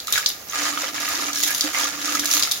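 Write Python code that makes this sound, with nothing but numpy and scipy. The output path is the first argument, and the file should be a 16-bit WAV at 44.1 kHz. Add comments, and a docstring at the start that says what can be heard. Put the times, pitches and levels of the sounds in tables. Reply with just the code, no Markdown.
"""A hand stirs snail shells round a metal basin in a small, hard-walled kitchen, over a steady faint noise floor.
First shells tumble and click, with knocks on the wall, as a short stroke scrapes by; then it grows quiet.
From half a second on, the heap scrapes in strokes (gritty contacts) and sets the bottom droning (a narrow mode),
while shells tumble (noise bursts), click (cracks and hollow rings) and knock on the wall (basin modes).
Near the end the tumbling swells and the clicks crowd together, then the level falls."""
import sys
import numpy as np
from scipy import signal
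from scipy.fft import rfft, irfft, next_fast_len
from scipy.io import wavfile
from scipy.ndimage import uniform_filter1d, map_coordinates

SR = 44100
rng = np.random.default_rng(int(sys.argv[2]) if len(sys.argv) > 2 else 0)


def wav_record(signal):
    """Record a signal, one row per channel, as 16-bit PCM in the file named by sys.argv[1]."""
    frames = np.transpose(np.atleast_2d(signal))
    bounded = np.clip(frames, -1, 1)
    # unit amplitude maps onto the largest positive 16-bit level
    quanta = np.round(bounded * 32767).astype(np.int16)
    wavfile.write(sys.argv[1], SR, quanta)


N = 114660
T = np.arange(N) / SR


def amp(db):
    """Decibel law: a level as an amplitude ratio."""
    return 10 ** (np.asarray(db) / 20)


def unit(x):
    """Normalisation: scale to an rms of 1."""
    return x / np.sqrt(np.mean(x ** 2) + 1e-20)


def decay(t, t60):
    """Exponential decay: 60 dB lost in t60 seconds."""
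    return amp(-60 * t / t60)


def along(points, hz):
    """Logarithmic frequency scale: interpolate (frequency [Hz], value) points."""
    f, v = np.transpose(points)
    return np.interp(np.log(hz + 1), np.log(f + 1), v)


def level(rows):
    """Amplitude envelope: gain per sample from (time [s], level [dB]) rows."""
    return amp(np.interp(T, *np.transpose(rows)))


def wobble(rate):
    """Slow random modulation: a smooth curve with rate knots a second."""
    return map_coordinates(rng.standard_normal(4000), [T * rate], mode="wrap")


def filtered(x, response):
    """Linear filtering: multiply the spectrum by a response of frequency."""
    m = next_fast_len(N + SR // 2)
    return irfft(rfft(x, m) * response(np.fft.rfftfreq(m, 1 / SR)), m)[..., :N]


def coloured(x, points):
    """Minimum-phase filtering: colour x causally by (frequency [Hz], level [dB]) points, to rms 1."""
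    def response(hz):
        cepstrum = irfft(np.log(amp(along(points, hz))))
        half = len(cepstrum) // 2
        cepstrum[1:half] *= 2  # fold negative times onto positive ones
        cepstrum[half + 1:] = 0
        return np.exp(rfft(cepstrum))
    return unit(filtered(x, response))


# likeness of the two channels: (frequency [Hz], correlation [0-1])
CHANNEL_LIKENESS = [(60, 1), (300, 1), (700, 0.2), (1300, 0.38), (2500, 0.028), (5000, 0.026),
                    (12000, 0.0073)]


def spread(pair):
    """Interchannel coherence: two unrelated signals become left and right, alike in the bass."""
    def mid_side_gains(hz):
        turn = np.arccos(np.clip(along(CHANNEL_LIKENESS, hz), -1, 1)) / 2
        return np.array([np.cos(turn), np.sin(turn)])
    mid, side = filtered(pair, mid_side_gains)
    return unit(np.array([mid + side, mid - side]))


def noise(points):
    """Random noise: coloured, stereo and of rms 1."""
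    return spread(coloured(rng.standard_normal((2, N)), points))


def excerpt(sound, length):
    """Stationarity: a stretch of steady noise from a random moment."""
    return np.roll(sound, rng.integers(N), axis=1)[:, :length]


def add(out, s, x):
    """Superposition: mix x into out at time s."""
    i = max(0, round(s * SR))
    out[:, i:i + x.shape[-1]] += x[..., :max(0, N - i)]


def contacts(per_s, scatter_db, t60):
    """Random impact process: tiny gritty contacts at random moments, of clipped log-normal size."""
    size = amp(scatter_db * np.clip(rng.standard_normal(N), -2, 1.7))
    hits = (rng.random(N) < per_s / SR) * size
    energy = signal.lfilter([1], [1, -amp(-120 / (t60 * SR))], hits ** 2)
    return np.sqrt(energy) * rng.standard_normal((2, N))


# strength of the stirring: (time [s], level [dB])
STIRRING = [(0, -43.5), (.06, -47), (.1, -38.5), (.17, -29.5), (.245, -39), (.46, -50), (.51, -40.5),
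            (.565, -31), (.66, -29), (.76, -34), (.84, -30.5), (.895, -33.5), (.918, -44.5), (.955, -33),
            (1.2, -30), (1.29, -32.5), (1.325, -37.5), (1.42, -38), (1.5, -32.5), (1.6, -38.5), (1.65, -32),
            (1.725, -37), (1.755, -26), (1.85, -27), (1.93, -38.5), (2.02, -34.5), (2.08, -29),
            (2.16, -31.5), (2.215, -38), (2.25, -33), (2.37, -32.5), (2.47, -34.5), (2.6, -41.5)]
# colour of the scraping: (frequency [Hz], level [dB])
SCRAPE_COLOUR = [(220, -24), (380, -20), (579, -6.5), (687, -2), (939, -7.5), (1220, -14), (1500, -3.5),
                 (1700, 1), (2930, -2.5), (3220, -5), (5910, 0.5), (6600, -6.5), (8340, -17.5),
                 (11700, -12), (15800, -31)]
SCRAPES_PER_S, SCRAPE_T60_S, SCRAPE_SCATTER_DB = 2400, .0025, 5
CLUMP_DB, CLUMP_KNOTS_PER_S = 1.5, 70
GRIT_DB, SING_DB, TAP_DB = 2, -2, -2.5  # shares of the scraping


def scraping():
    """Friction as many small impacts: the heap slides in clumps, shells tap and the basin sings along."""
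    clumps = amp(CLUMP_DB * wobble(CLUMP_KNOTS_PER_S))
    force = spread(contacts(SCRAPES_PER_S, SCRAPE_SCATTER_DB, SCRAPE_T60_S) * clumps)
    bass_cut = lambda hz: 1 / (1 + (260 / (hz + 1)) ** 4)
    grit = filtered(coloured(force, SCRAPE_COLOUR), bass_cut)
    return level(STIRRING) * (amp(GRIT_DB) * grit + amp(SING_DB) * basin(force) + amp(TAP_DB) * taps())


# modes of the loaded basin, also rung by the knocks: (frequency [Hz], level [dB], t60 [s])
BASIN_MODES = [(530, -9.5, .15), (697, -18, 0.23), (1230, 1.5, 0.07), (1282, -5.5, 0.14), (1412, 5, 0.017),
               (1661, -2, 0.12), (1728, -1, 0.044), (1838, -12, 0.21), (2113, -6.5, .15),
               (3645, -2.5, 0.057), (6350, 8.5, 0.05), (6800, 6.5, 0.043)]


def basin(force):
    """Modal resonance: the basin's modes answer a force, each a damped oscillator."""
    def response(f):
        total = 0
        for hz, db, t60 in BASIN_MODES:
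            width_hz = np.log(1000) / np.pi / t60
            total = total + amp(db) * np.sqrt(t60) * 1j * f / t60 / (hz * hz - f * f + 1j * f * width_hz)
        return total
    return unit(filtered(force, response))


# colour of the small taps: (frequency [Hz], level [dB])
TAP_COLOUR = [(100, -41), (300, -20), (700, -9.5), (1250, 4), (2000, -4.5), (3000, 3.5), (5000, 2.5),
              (6700, 8.5), (7700, -27), (12000, 1)]
TAPS_PER_S, TAP_HZ, TAP_OCTAVES = 520, 3243, 1.75  # centre pitch, spread to either side
TAP_CYCLES = 48  # cycles for a tap to fall by 60 dB


def taps():
    """Constant-Q decay: single shells tap as they roll, each dying in the same number of cycles."""
    count, t = int(TAPS_PER_S * N / SR), T[:900]
    u = rng.random((count, 4))
    hz = np.clip(TAP_HZ * 2 ** (TAP_OCTAVES * (2 * u[:, :1] - 1)), 300, 15000)
    size = amp(4.5 * np.minimum(-np.log(1 - u[:, 1:2]), 2.6))
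    fade = size * decay(t * hz, TAP_CYCLES) * np.sqrt(hz)
    at = (u[:, 2:3] * N).astype(int) + np.arange(len(t))
    lag = (u[:, 3:] - .5) * .0004  # s, opposite in the two channels
    channels = []
    for side in (1, -1):
        tones = fade * np.sin(2 * np.pi * hz * (t + side * lag))
        channels.append(np.bincount(at.ravel(), tones.ravel(), N)[:N])
    return coloured(np.array(channels), TAP_COLOUR)


# ring of the basin's bottom under the heap: (time [s], level [dB])
BOTTOM_RING = [(.5, -69), (.6, -39), (.76, -39.5), (.87, -46), (.96, -43), (1.12, -45.5), (1.2, -38.5),
               (1.3, -38), (1.35, -47), (1.45, -40.5), (1.53, -49.5), (1.71, -60), (1.84, -37.5),
               (1.89, -45.5), (2.11, -37), (2.23, -34.5), (2.31, -48), (2.37, -36), (2.44, -53.5),
               (2.6, -59)]
DRONE_HZ, DRONE_WIDTH_HZ, DRONE_DB = 292.2, 7.4, -2


def drone():
    """Narrow-band resonance: rubbing feeds the lowest mode of the bottom; its swells are evened out."""
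    def response(f):
        mode = 1j * f * DRONE_WIDTH_HZ / (DRONE_HZ ** 2 - f * f + 1j * f * DRONE_WIDTH_HZ)
        return mode / (1 + (f / 600) ** 4)
    ring = filtered(rng.standard_normal(N), response)
    power = np.abs(uniform_filter1d(ring ** 2, size=2200))  # mean over 50 ms
    steady = ring / np.sqrt(power + 1e-12)
    return amp(DRONE_DB) * level(BOTTOM_RING) * steady


# shells tumbling over each other: (time [s], level [dB])
TUMBLING = [(0, -41), (.06, -73), (.12, -44), (.135, -26.5), (.19, -26.5), (.24, -49), (.45, -68),
            (.6, -35), (.92, -45), (1.1, -31.5), (1.32, -38), (1.36, -30.5), (1.42, -26.5), (1.56, -28.5),
            (1.7, -36.5), (1.8, -28.5), (1.94, -44), (2.14, -28), (2.22, -31), (2.33, -21.5), (2.39, -23),
            (2.44, -48), (2.6, -33)]
# colour of tumbling shells: (frequency [Hz], level [dB])
RATTLE_COLOUR = [(100, -68), (500, -31), (1500, -14), (2800, -8), (3700, -7.5), (5500, -7), (6900, 0),
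                 (7700, -18.5), (9500, -10.5), (12500, -12), (15800, -12.5)]


def tumbling():
    """Random impact process: loose shells rattle on each other."""
    rattle = contacts(per_s=400, scatter_db=4, t60=.009)
    return level(TUMBLING) * coloured(spread(rattle), RATTLE_COLOUR)


# shell on shell: (time [s], level [dB], pitch [Hz], treble [dB])
SHELL_CLICKS = [(.002, -27, 4250, -7.5), (.071, -19.5, 4360, 5), (.0813, -23.5, 4200, 5),
                (.1045, -26, 4200, 8), (.125, -9, 3640, 7.5), (.137, -20, 3670, -8), (.157, -18, 3800, -7),
                (.179, -16, 6900, 1.5), (.2603, -13, 4310, -6), (.2622, -15, 4810, -9.5),
                (0.271, -26, 3900, -6), (.302, -24, 3700, -3), (.289, -20, 3740, 8), (.485, -32.5, 5520, 3),
                (.497, -32.5, 6440, -10.5), (.51, -34, 6360, 10), (.534, -32, 6340, 6),
                (.635, -23.5, 6730, -2), (.789, -27, 6300, -2), (.819, -22, 6400, 5), (.949, -29, 5660, 2),
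                (1.002, -22, 5360, 5), (1.033, -32, 6600, 1), (1.088, -22, 5400, 9.5),
                (1.15, -20.5, 5730, -1.5), (1.3312, -20, 6100, -0.5), (1.358, -16.5, 5160, -3.5),
                (1.394, -24.5, 5500, 6), (1.373, -23, 5270, -2), (1.419, -22.5, 4300, -6),
                (1.4344, -9.5, 6520, 2), (1.476, -17, 5400, 10), (1.506, -25.5, 6960, 15.5),
                (1.5475, -16, 4500, 8), (1.579, -22, 6940, 9), (1.609, -11, 4650, -4.5),
                (1.641, -18, 4680, 4), (1.785, -18.5, 6660, 2), (1.842, -18, 6080, -2),
                (2.057, -19.5, 5400, 1), (2.1505, -16, 6410, 2), (2.1952, -13, 5800, 2.5),
                (2.257, -14.5, 6590, 3.5), (2.313, -9, 5950, 1), (2.336, -13, 6630, 4),
                (2.348, -14, 6000, 6), (2.368, -14, 4220, 0), (2.396, -15, 6550, 4),
                (2.425, -12, 4790, -4.5), (2.4338, -11.5, 4740, -1.5), (2.473, -29, 6150, 11.5),
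                (2.5132, -12, 4230, 3.5), (2.519, -13, 4500, 4)]
# modes of a shell: (ratio to the pitch, level [dB])
SHELL_PARTIALS = [(0.832, -8), (0.996, -1.5), (1.098, -7.5)]
# crack of a click: (frequency [Hz], level [dB])
CRACK_COLOUR = [(100, -54), (300, -36), (1300, -29), (3500, -2), (5000, 3.5), (6900, 4.5), (7700, -11),
                (16000, -47)]
# brittle top of a click: (frequency [Hz], level [dB])
SNAP_COLOUR = [(3000, -39), (6500, -13), (8000, -9), (11000, -0.5), (13000, 1.5), (16000, -9.5)]
# the basin's answer to a click: (frequency [Hz], level [dB])
ANSWER_COLOUR = [(2800, -74), (3300, 16), (3650, 21.5), (4100, 18), (4700, -3), (6000, -48), (6900, -19),
                 (7500, 0.5)]
RING_DB, CRACK_DB, SNAP_DB, ANSWER_DB = -2.5, -7, -14, -15
SHELL_T60_S, CRACK_T60_S, ANSWER_T60_S = 0.0053, 0.026, 0.14
SPIKE_DB, SPIKE_T60_S = 7.5, 0.00099  # first contact
HOLLOW = 0.94  # dB more ring for each dB less treble: whole shells ring, broken ones snap
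CHATTER_S, CHATTER_HZ = 0.002, 4900  # chatter of a shell of this pitch; smaller shells chatter longer


def clicks():
    """Impact and free decay: shells chatter with crack, brittle top and hollow ring; the basin answers."""
    out, t = np.zeros((2, N)), T[:SR // 5]
    crack, snap, answer = noise(CRACK_COLOUR), noise(SNAP_COLOUR), noise(ANSWER_COLOUR)
    for s, db, hz, treble_db in SHELL_CLICKS:
        own = (round(s * SR) + np.arange(len(t))) % N
        free = np.maximum(t - CHATTER_S * (hz / CHATTER_HZ) ** 2, 0)  # decay waits for the chatter
        ring = 0
        for ratio, mode_db in SHELL_PARTIALS:
            mode_hz = hz * ratio * (1 + 0.021 * rng.standard_normal())
            ring = ring + amp(mode_db) * np.sin(2 * np.pi * (mode_hz * t + rng.random((2, 1))))
        ring = amp(RING_DB - HOLLOW * treble_db) * decay(free, SHELL_T60_S) * ring
        grit = amp(CRACK_DB) * crack[:, own] + amp(SNAP_DB + treble_db) * snap[:, own]
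        grit = grit * (decay(free, CRACK_T60_S) + amp(SPIKE_DB) * decay(t, SPIKE_T60_S))
        tail = amp(ANSWER_DB) * decay(t, ANSWER_T60_S) * excerpt(answer, len(t))
        add(out, s, amp(db) * (grit + ring + tail))
    return out


# shells on the wall: (time [s], level [dB], pitch of the struck spot [Hz], ring of the whole basin [dB])
WALL_KNOCKS = [(0.081, -23.5, 1240, -5.5), (0.1566, -15, 1670, -10), (.164, -18, 1620, -15),
               (.177, -11, 1490, -10), (.2275, -24, 1670, -20), (.533, -20.5, 1220, -12),
               (0.654, -21.5, 1300, -10), (0.715, -26.5, 1270, -12), (0.774, -20, 1330, -4),
               (0.834, -22, 553, -5), (.841, -21, 1310, -9), (0.981, -21.5, 1670, -14),
               (1.031, -24, 1190, -14), (1.079, -19, 1210, -6), (1.191, -27, 1980, -20),
               (1.284, -20.5, 1170, -11), (1.361, -24, 1620, -7), (1.4345, -15.5, 1960, -15),
               (1.478, -20, 1670, -6), (1.497, -18.5, 1687, -7), (1.5065, -17.5, 1680, -7.5),
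               (1.747, -15.5, 2170, -2), (1.785, -16, 1610, -17), (1.843, -21, 1700, -12),
               (2.08, -18, 1250, -10), (2.152, -14, 1250, -9.5), (2.172, -18, 2050, -13),
               (2.237, -19, 1640, -13), (2.335, -20.5, 1400, -18), (2.369, -18, 1310, -22),
               (2.473, -19.5, 1345, -24)]
# short ring of the struck spot: (ratio to the pitch, level [dB])
SPOT_PARTIALS = [(1, -1.5), (1.36, -7.5)]
# contact with the wall: (frequency [Hz], level [dB])
CLACK_COLOUR = [(100, -84), (500, -29), (1100, -10), (1500, -16), (2200, 3), (3200, -17.5), (8000, -30)]
SPOT_T60_S, CLACK_T60_S, CLACK_DB, KNOCK_ATTACK_S = 0.02, 0.012, -3, .0007
KNOCK_DETUNE, KNOCK_OCTAVES = .004, .2  # random detuning [ratio], reach of a knock among the modes


def knocks():
    """Local excitation of modes: the struck spot rings briefly and the basin's nearby modes ring on."""
    out, t = np.zeros((2, N)), T[:SR // 4]
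    clack = noise(CLACK_COLOUR)

    def partial(hz):
        detuned = hz * (1 + KNOCK_DETUNE * rng.standard_normal())
        phase = rng.random() + 0.12 * rng.standard_normal((2, 1))  # cycles, nearly alike left and right
        return np.sin(2 * np.pi * (detuned * t + phase))

    for s, db, pitch, ring_db in WALL_KNOCKS:
        spot = sum(amp(mode_db) * partial(pitch * ratio) for ratio, mode_db in SPOT_PARTIALS)
        spot = decay(t, SPOT_T60_S) * spot
        ring = 0
        for hz, mode_db, t60 in BASIN_MODES:
            nearness = 1 / (1 + (np.log2(hz / pitch) / KNOCK_OCTAVES) ** 4)
            ring = ring + amp(mode_db) * decay(t, t60) * nearness * partial(hz)
        attack = 1 - np.exp(-t / KNOCK_ATTACK_S)
        contact = amp(CLACK_DB) * decay(t, CLACK_T60_S) * excerpt(clack, len(t))
        add(out, s, amp(db) * ((spot + amp(ring_db) * ring) * attack + contact))
    return out


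# soft bumps of the basin: (time [s], level [dB], pitch [Hz], t60 [s])
BASIN_BUMPS = [(.124, -33.5, 74, .11), (1.094, -37, 78, .1), (1.6395, -19, 301, .13), (1.64, -29, 533, .09)]


def bumps():
    """Damped oscillation: the whole basin bumps softly in the hand."""
    out, t = np.zeros((2, N)), T[:SR // 4]
    for s, db, hz, t60 in BASIN_BUMPS:
        attack = 1 - np.exp(-t / 0.0063)
        add(out, s, amp(db) * decay(t, t60) * np.sin(2 * np.pi * hz * t) * attack)
    return out


# reverberation of the kitchen: (frequency [Hz], t60 [s])
ROOM_T60 = [(200, 0.2), (1500, 0.12), (4000, 0.24), (7000, 0.2), (14000, 0.24)]


def kitchen(x):
    """Reverberation: hard walls answer with a quick-rising tail, each band decaying at its own rate."""
    diffuse = spread(rng.standard_normal((2, N)))[:, :SR // 2]
    hz, t, bands = signal.stft(diffuse, SR, nperseg=256)
    tail = signal.istft(bands * decay(t, along(ROOM_T60, hz)[:, None]), SR, nperseg=256)[1]
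    tail = tail * (1 - np.exp(-T[:tail.shape[1]] / 0.00068))
    return signal.fftconvolve(x, tail / np.linalg.norm(tail[0]), axes=1)[:, :N]


# steady noise floor: (frequency [Hz], level [dB])
FLOOR_COLOUR = [(200, -26.5), (400, -7), (750, -3), (1000, -15), (1600, -9.5), (4000, -14), (6700, -6),
                (8200, -21.5), (12000, -8)]
# steady low rumble: (frequency [Hz], level [dB])
RUMBLE_COLOUR = [(20, -48), (50, -4), (85, -6), (200, -6), (400, -7), (900, -48)]
FLOOR_DB, RUMBLE_DB = -39.5, -54


def background():
    """Stationary noise: a steady floor and a low rumble."""
    return amp(FLOOR_DB) * noise(FLOOR_COLOUR) + amp(RUMBLE_DB) * noise(RUMBLE_COLOUR)


HEAP_SEND_DB, HITS_SEND_DB = -8.5, -3  # into the reverberation


def scene():
    """Superposition: direct sound, reverberation, drone and background add."""
    heap = scraping() + tumbling()
    hits = clicks() + knocks() + bumps()
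    wet = kitchen(amp(HEAP_SEND_DB) * heap + amp(HITS_SEND_DB) * hits)
    return heap + hits + wet + drone() + background()


# balance of the channels: (frequency [Hz], left over right [dB])
LEFT_OVER_RIGHT = [(110, -4.5), (300, -10.5), (700, -4), (1290, -4.5), (4400, 0.5), (8120, -4)]
TOP_HZ = 15850


def record(dry):
    """Band limiting and level difference: deepest bass and top are cut; the right leads in most bands."""
    def response(hz):
        bass_cut = 1 / (1 + (38 / (hz + 1)) ** 5)
        sides = amp(along(LEFT_OVER_RIGHT, hz) * np.array([[.5], [-.5]]))
        return sides * bass_cut * (hz < TOP_HZ)
    return filtered(dry, response)


dry = scene()
out = record(dry)
wav_record(out)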